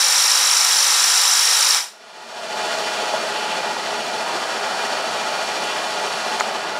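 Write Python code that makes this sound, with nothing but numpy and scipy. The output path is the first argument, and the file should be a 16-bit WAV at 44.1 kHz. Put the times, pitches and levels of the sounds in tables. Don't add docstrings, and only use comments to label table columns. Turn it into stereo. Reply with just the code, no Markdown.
import sys
import numpy as np
from scipy import signal
from scipy.fft import rfft, irfft
from scipy.io import wavfile
from scipy.ndimage import uniform_filter1d, minimum_filter1d

SR = 44100
rng = np.random.default_rng(int(sys.argv[2]) if len(sys.argv) > 2 else 0)


def generate_wav(sig):
    pcm = np.round(np.clip(np.atleast_2d(sig).T, -1, 1) * 32767).astype(np.int16)
    wavfile.write(sys.argv[1], SR, pcm)


N = 299439

PUMP_HZ, PUMP_START = 14.115, .474
GRAB_S = 6.4085
SHUT_S, CLOSING_S = 1.732, 0.06


def undb(db):
    return 10 ** (np.asarray(db) / 20)


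def unit(x):
    return x / np.sqrt(np.mean(x ** 2))


def walk(rate):
    step = max(int(SR / rate), 2)
    points = rng.standard_normal(2000)
    drift = np.interp(np.arange(N) / step, np.arange(2000), points)
    return unit(uniform_filter1d(drift, step // 2))


def ease(start_s, lag_s):
    since_start = np.maximum(np.arange(N) / SR - start_s, 0)
    return 1 - np.exp(-since_start / lag_s)


def colour(x, spectrum, resonances):
    f = np.arange(N // 2 + 1) * SR / N + 1
    hz, db = np.transpose(spectrum)
    gain_db = np.interp(np.log(f), np.log(hz), db)
    for centre, width, lift in resonances:
        gain_db = gain_db + lift / (1 + (2 * (f - centre) / width) ** 2)
    return irfft(rfft(x) * undb(gain_db), N)


def ring(x, hz, width):
    b, a = signal.iirpeak(hz, hz / width, fs=SR)
    return signal.lfilter(b, a, x)


def workshop(x, wet_db, t60):
    t = np.arange(SR // 2) / SR
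    tail = rng.standard_normal(len(t)) * undb(-60 * t / t60) * (t > .002)
    tail = tail / np.linalg.norm(tail)
    echo = irfft(rfft(x) * rfft(tail, N), N)
    return x + undb(wet_db) * echo


# (f/Hz, relative level per Hz/dB)
CLATTER_SPECTRUM = [(30, -44), (85, -28.5), (140, -14), (220, -6), (300, -8.5), (600, 1), (1000, -2.5),
                    (1500, -2), (2200, -8.5), (4300, -9.5), (7000, -15), (10000, -22), (11200, -28.5),
                    (15500, -40)]
# (f/Hz, width/Hz, lift/dB)
TANK_RESONANCES = [(289, 16, -8), (332, 30, 7.5), (396.4, 21, 7), (419.4, 25, 4.5), (527, 19, 4),
                   (554, 19, -4.5), (600, 30, 5.5), (642, 28, 5.5), (694, 46, 6), (730, 30, 4),
                   (760, 16, 0), (837, 22, 6.5), (864, 37, 7), (954, 43, 6), (1087, 33, 4.5), (1295, 48, 6),
                   (1424, 34, 6.5), (1652, 18, 7), (1929, 117, 6), (2417, 70, 8), (2700, 110, 5.5),
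                   (3010, 225, 6.5), (3457, 190, 5), (3780, 190, -1), (4140, 190, 3.5), (4527, 290, 6),
                   (5520, 390, 4), (6800, 99, 3.5)]
# (t/s, lift/dB)
GUARD_RATTLES = [(2.73, 3), (2.87, 2.5), (2.98, 2.5), (3.36, 2.5), (3.51, 4), (5.5, 3.5), (5.7, 4)]
# (t/s, lift/dB)
TREBLE_DRIFT = [(2.55, 2), (2.95, 3), (3.6, 0), (4.1, 0.6), (4.6, 1.5), (6.3, 2)]
# (t/s, lift/dB)
MIDDLE_DRIFT = [(2.6, 1), (3.4, 0.3), (4.15, -1), (4.35, 1.7), (5.05, 1.6), (5.3, 0.5), (6.3, 0.5)]


def compressor(pump_db=-24.5, repeat_db=-8, stroke_db=0.78, valve_db=-0.4, buzz_db=-0.1, uneven_db=0.37,
               guard_hz=2900, guard_width_hz=1000, guard_db=0.5, rattle_s=0.028,
               middle_hz=1400, middle_width_hz=800, turn_away_s=0.12, away_db=-1, away_treble_db=-4):
    t = np.arange(N) / SR
    turn = PUMP_HZ * t + PUMP_START
    one_turn = rng.standard_normal(int(SR / PUMP_HZ) + 1)
    repeating = one_turn[(turn % 1 * SR / PUMP_HZ).astype(int)]
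    clatter = rng.standard_normal(N) + undb(repeat_db) * repeating
    drive = workshop(clatter, wet_db=-11, t60=0.49)
    body = unit(colour(drive, CLATTER_SPECTRUM, TANK_RESONANCES))

    fits_db = sum(db * np.exp(-((t - s) / rattle_s) ** 2) for s, db in GUARD_RATTLES)
    guard_gain = undb(fits_db + guard_db * walk(16))
    body = body + ring(body, guard_hz, guard_width_hz) * (guard_gain - 1)

    middle_gain = undb(np.interp(t, *np.transpose(MIDDLE_DRIFT)))
    body = body + ring(body, middle_hz, middle_width_hz) * (middle_gain - 1)

    away = ease(GRAB_S, turn_away_s)
    treble_db = np.interp(t, *np.transpose(TREBLE_DRIFT)) + away_treble_db * away
    low = signal.sosfiltfilt(signal.butter(2, 3500, fs=SR, output="sos"), body)
    body = low + (body - low) * undb(treble_db)

    per_turn = [(1, stroke_db), (4, valve_db), (16, buzz_db)]
    chug_db = sum(db * np.cos(2 * np.pi * k * turn) for k, db in per_turn)
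    return body * undb(pump_db + away_db * away + chug_db + uneven_db * walk(24.95))


# (start t/s, end t/s, f/Hz, rms level before wavering/dB, roughness 0-1)
WHINE_TONES = [(-0.5, 6.6, 420, -47, .3), (2.3, 2.65, 598, -42, .8), (2, 2.6, 645, -37, .5),
               (2.5, 3.3, 644, -38, .5), (1.9, 6.9, 865, -37.5, 0.36), (2.5, 3.78, 836, -37, .6),
               (4.5, 6.5, 635, -47, .8), (4, 5.6, 775, -36.5, .05), (6, 6.6, 776, -37.5, 0.3),
               (3.5, 5.33, 945, -46, .5), (5, 6.8, 1102, -44, 0.5), (4.5, 5.6, 1314, -42, 0.5),
               (5.85, 6.55, 732, -38, 0.1), (5.95, 6.54, 740, -44, 0.7), (2.5, 6.5, 2435, -48, .8),
               (4, 6.45, 2392, -45.5, .7)]


def motor_whine(fade_s=0.18, waver_db=1, wander_hz=0.603, flicker_hz=20, shake_db=1):
    t = np.arange(N) / SR
    out = np.zeros(N)
    stroke = np.cos(2 * np.pi * (PUMP_HZ * t + PUMP_START))
    for start, end, hz, db, rough in WHINE_TONES:
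        swell = np.clip(.5 + np.minimum(t - start, end - t) / fade_s, 0, 1)
        phase = 2 * np.pi * np.cumsum(hz + wander_hz * walk(9)) / SR
        share = np.clip(rough, 0, 1)
        steady = np.sqrt(2) * np.sin(phase)
        shaken = walk(flicker_hz) * np.sin(phase) + walk(flicker_hz) * np.cos(phase)
        tone = np.sqrt(1 - share) * steady + np.sqrt(share) * shaken
        level_db = db + waver_db * walk(6) + shake_db * share * stroke
        out += swell * undb(level_db) * tone
    return out


# (t/s, f/Hz, width/Hz, peak level before the bass cut/dB, decay/s)
BURSTS = [(3.025, 392, 200, -21.5, 0.018), (3.136, 665, 240, -13.5, 0.012), (3.766, 820, 400, -18, .005),
          (4.339, 368, 300, -19, 0.024), (4.837, 860, 500, -15, .004), (6.314, 258, 300, -23, 0.0035),
          (6.398, 2000, 3000, -15, 0.007), (6.4005, 6500, 1000, -14, 0.0022),
          (6.4081, 3000, 4500, -14, .001), (6.555, 1100, 1500, -16, .003)]
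# (f/Hz, level before decay and bass cut/dB, time to fall 60 dB/s)
CASE_MODES = [(776, -14, .025), (1030, -9, .02), (1352, 9, .0054), (1850, 7, .0043)]
# (t/s, level before decay/dB)
LOW_THUMPS = [(1.655, -33), (1.885, -39), (6.4084, -42)]


def bursts_and_tap(rise_s=0.00094, thump_hz=45, thump_s=0.0053):
    t = np.arange(N) / SR
    out = np.zeros(N)
    for s, hz, width, db, length in BURSTS:
        fading = np.exp(-np.clip((t - s) / length, 0, 40))
        noise = rng.standard_normal(N) * (t >= s) * fading
        burst = ring(ring(noise, hz, width), hz, width)
        out += undb(db) * burst / np.abs(burst).max()

    age = np.clip(t - GRAB_S, 0, 1)
    push = 1 - np.exp(-age / rise_s)
    for hz, db, t60 in CASE_MODES:
        decay = np.exp(-np.log(1000) * age / t60)
        out += push * undb(db) * np.sin(2 * np.pi * hz * age) * decay

    thump = np.zeros(N)
    for s, db in LOW_THUMPS:
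        age = np.clip(t - s, 0, 1)
        thump += undb(db) * np.sin(2 * np.pi * thump_hz * age) * np.exp(-age / thump_s)
    return thump + signal.sosfilt(signal.butter(2, 200, "high", fs=SR, output="sos"), out)


def jet_level(jet_db=5.5, swell_db_per_s=0.87, bleed_db_per_s=235):
    open_s = np.minimum(np.arange(N) / SR, SHUT_S)
    shut_s = np.cumsum(ease(SHUT_S, CLOSING_S)) / SR
    return jet_db + swell_db_per_s * open_s - bleed_db_per_s * shut_s


# (f/Hz, width/Hz, level change before evening out/dB,
# deepest at share of the pass, fall in pitch as a share per pass)
BLADE_CANCELLATIONS = [(3760, 1500, -3, .96, .31), (5040, 1100, -12, .58, .23), (7240, 1200, -12, .41, .18),
                       (9060, 2300, -8, .75, .38), (11090, 3700, -12, .1, .41),
                       (11730, 3100, -12, .59, .21)]


def passing_blades(x, start_turn, size=160, blade_hz=50.95, overspeed_hz=1.2, settle_s=.38):
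    frames = dict(fs=SR, nperseg=size, noverlap=size - size // 8)
    f, t, bands = signal.stft(x, **frames)
    blade = blade_hz * t + overspeed_hz * settle_s * (1 - np.exp(-t / settle_s)) + start_turn
    gain_db = 0
    for hz, width, db, deepest, fall in BLADE_CANCELLATIONS:
        along = (blade - deepest + .5) % 1 - .5
        off = 2 * (f[:, None] - hz * (1 - fall * along)) / width
        gain_db = gain_db + db * np.cos(np.pi * along) ** 2 / (1 + off ** 2) ** 2
    gain = undb(gain_db)
    gain = gain / np.sqrt(np.mean(gain ** 2, axis=1, keepdims=True))
    return signal.istft(bands * gain, **frames)[1][:N]


# (f/Hz, relative level per Hz/dB)
JET_SPECTRUM = [(60, -66), (200, -44.5), (420, -20.5), (650, -8.5), (850, -4), (1250, -2.5), (2400, -5.5),
                (4800, -5.5), (6700, -6), (10000, -7), (10800, -13.5), (12300, -12.5), (13000, -22),
                (14600, -18.5), (15600, -30)]
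# (f/Hz, width/Hz, lift/dB)
NOZZLE_RESONANCES = [(553, 89, 3.5), (643, 45, -14), (1225, 29, 3), (3200, 140, 2.5), (3878, 165, 6.5),
                     (4080, 180, 3.5), (4800, 320, 4), (5450, 650, 10.5), (5800, 410, 4.5),
                     (6160, 110, 7.5), (6450, 250, -2), (7230, 400, 6.5), (7630, 250, 2.5), (8150, 310, -1),
                     (9470, 410, 4), (10200, 120, 2)]


def air_jet(linger_db=3, flutter_db=0.2, spit_db=1.0, spit_hz=5500, spit_width_hz=900):
    turbulence = colour(rng.standard_normal(N), JET_SPECTRUM, NOZZLE_RESONANCES)
    air = unit(workshop(turbulence, wet_db=-10.5, t60=0.09))
    spit_gain = undb(spit_db * walk(120))
    air = air + ring(air, spit_hz, spit_width_hz) * (spit_gain - 1)
    air = passing_blades(air, .52)
    rush = signal.sosfiltfilt(signal.butter(4, 3600, fs=SR, output="sos"), air)
    hiss = (air - rush) * undb(flutter_db * walk(220))
    rush = rush * undb(linger_db * ease(SHUT_S, CLOSING_S))
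    jet = (rush + hiss) * undb(jet_level())
    return workshop(jet, wet_db=-20.5, t60=0.48)


def scene(fade_in_s=0.00068):
    mix = compressor() + motor_whine() + bursts_and_tap() + air_jet()
    return np.tile(mix * ease(0, fade_in_s), (2, 1))


def record(dry, top_db=-15, hold_s=0.23, release_db_per_s=33, top_hz=15680):
    t = np.arange(N) / SR
    heard_db = 10 * np.log10(uniform_filter1d(dry[0] ** 2, SR // 10) + 1e-12)
    wanted_db = np.minimum(top_db - heard_db, 0)
    half = int(hold_s * SR / 2)
    held_db = minimum_filter1d(wanted_db, 2 * half + 1, origin=half, mode="nearest")
    release_db = release_db_per_s * t
    gain_db = np.minimum.accumulate(held_db - release_db) + release_db
    treble_cut = signal.ellip(12, .1, 80, top_hz, fs=SR, output="sos")
    return signal.sosfilt(treble_cut, dry * undb(gain_db))


dry = scene()
out = record(dry)
generate_wav(out)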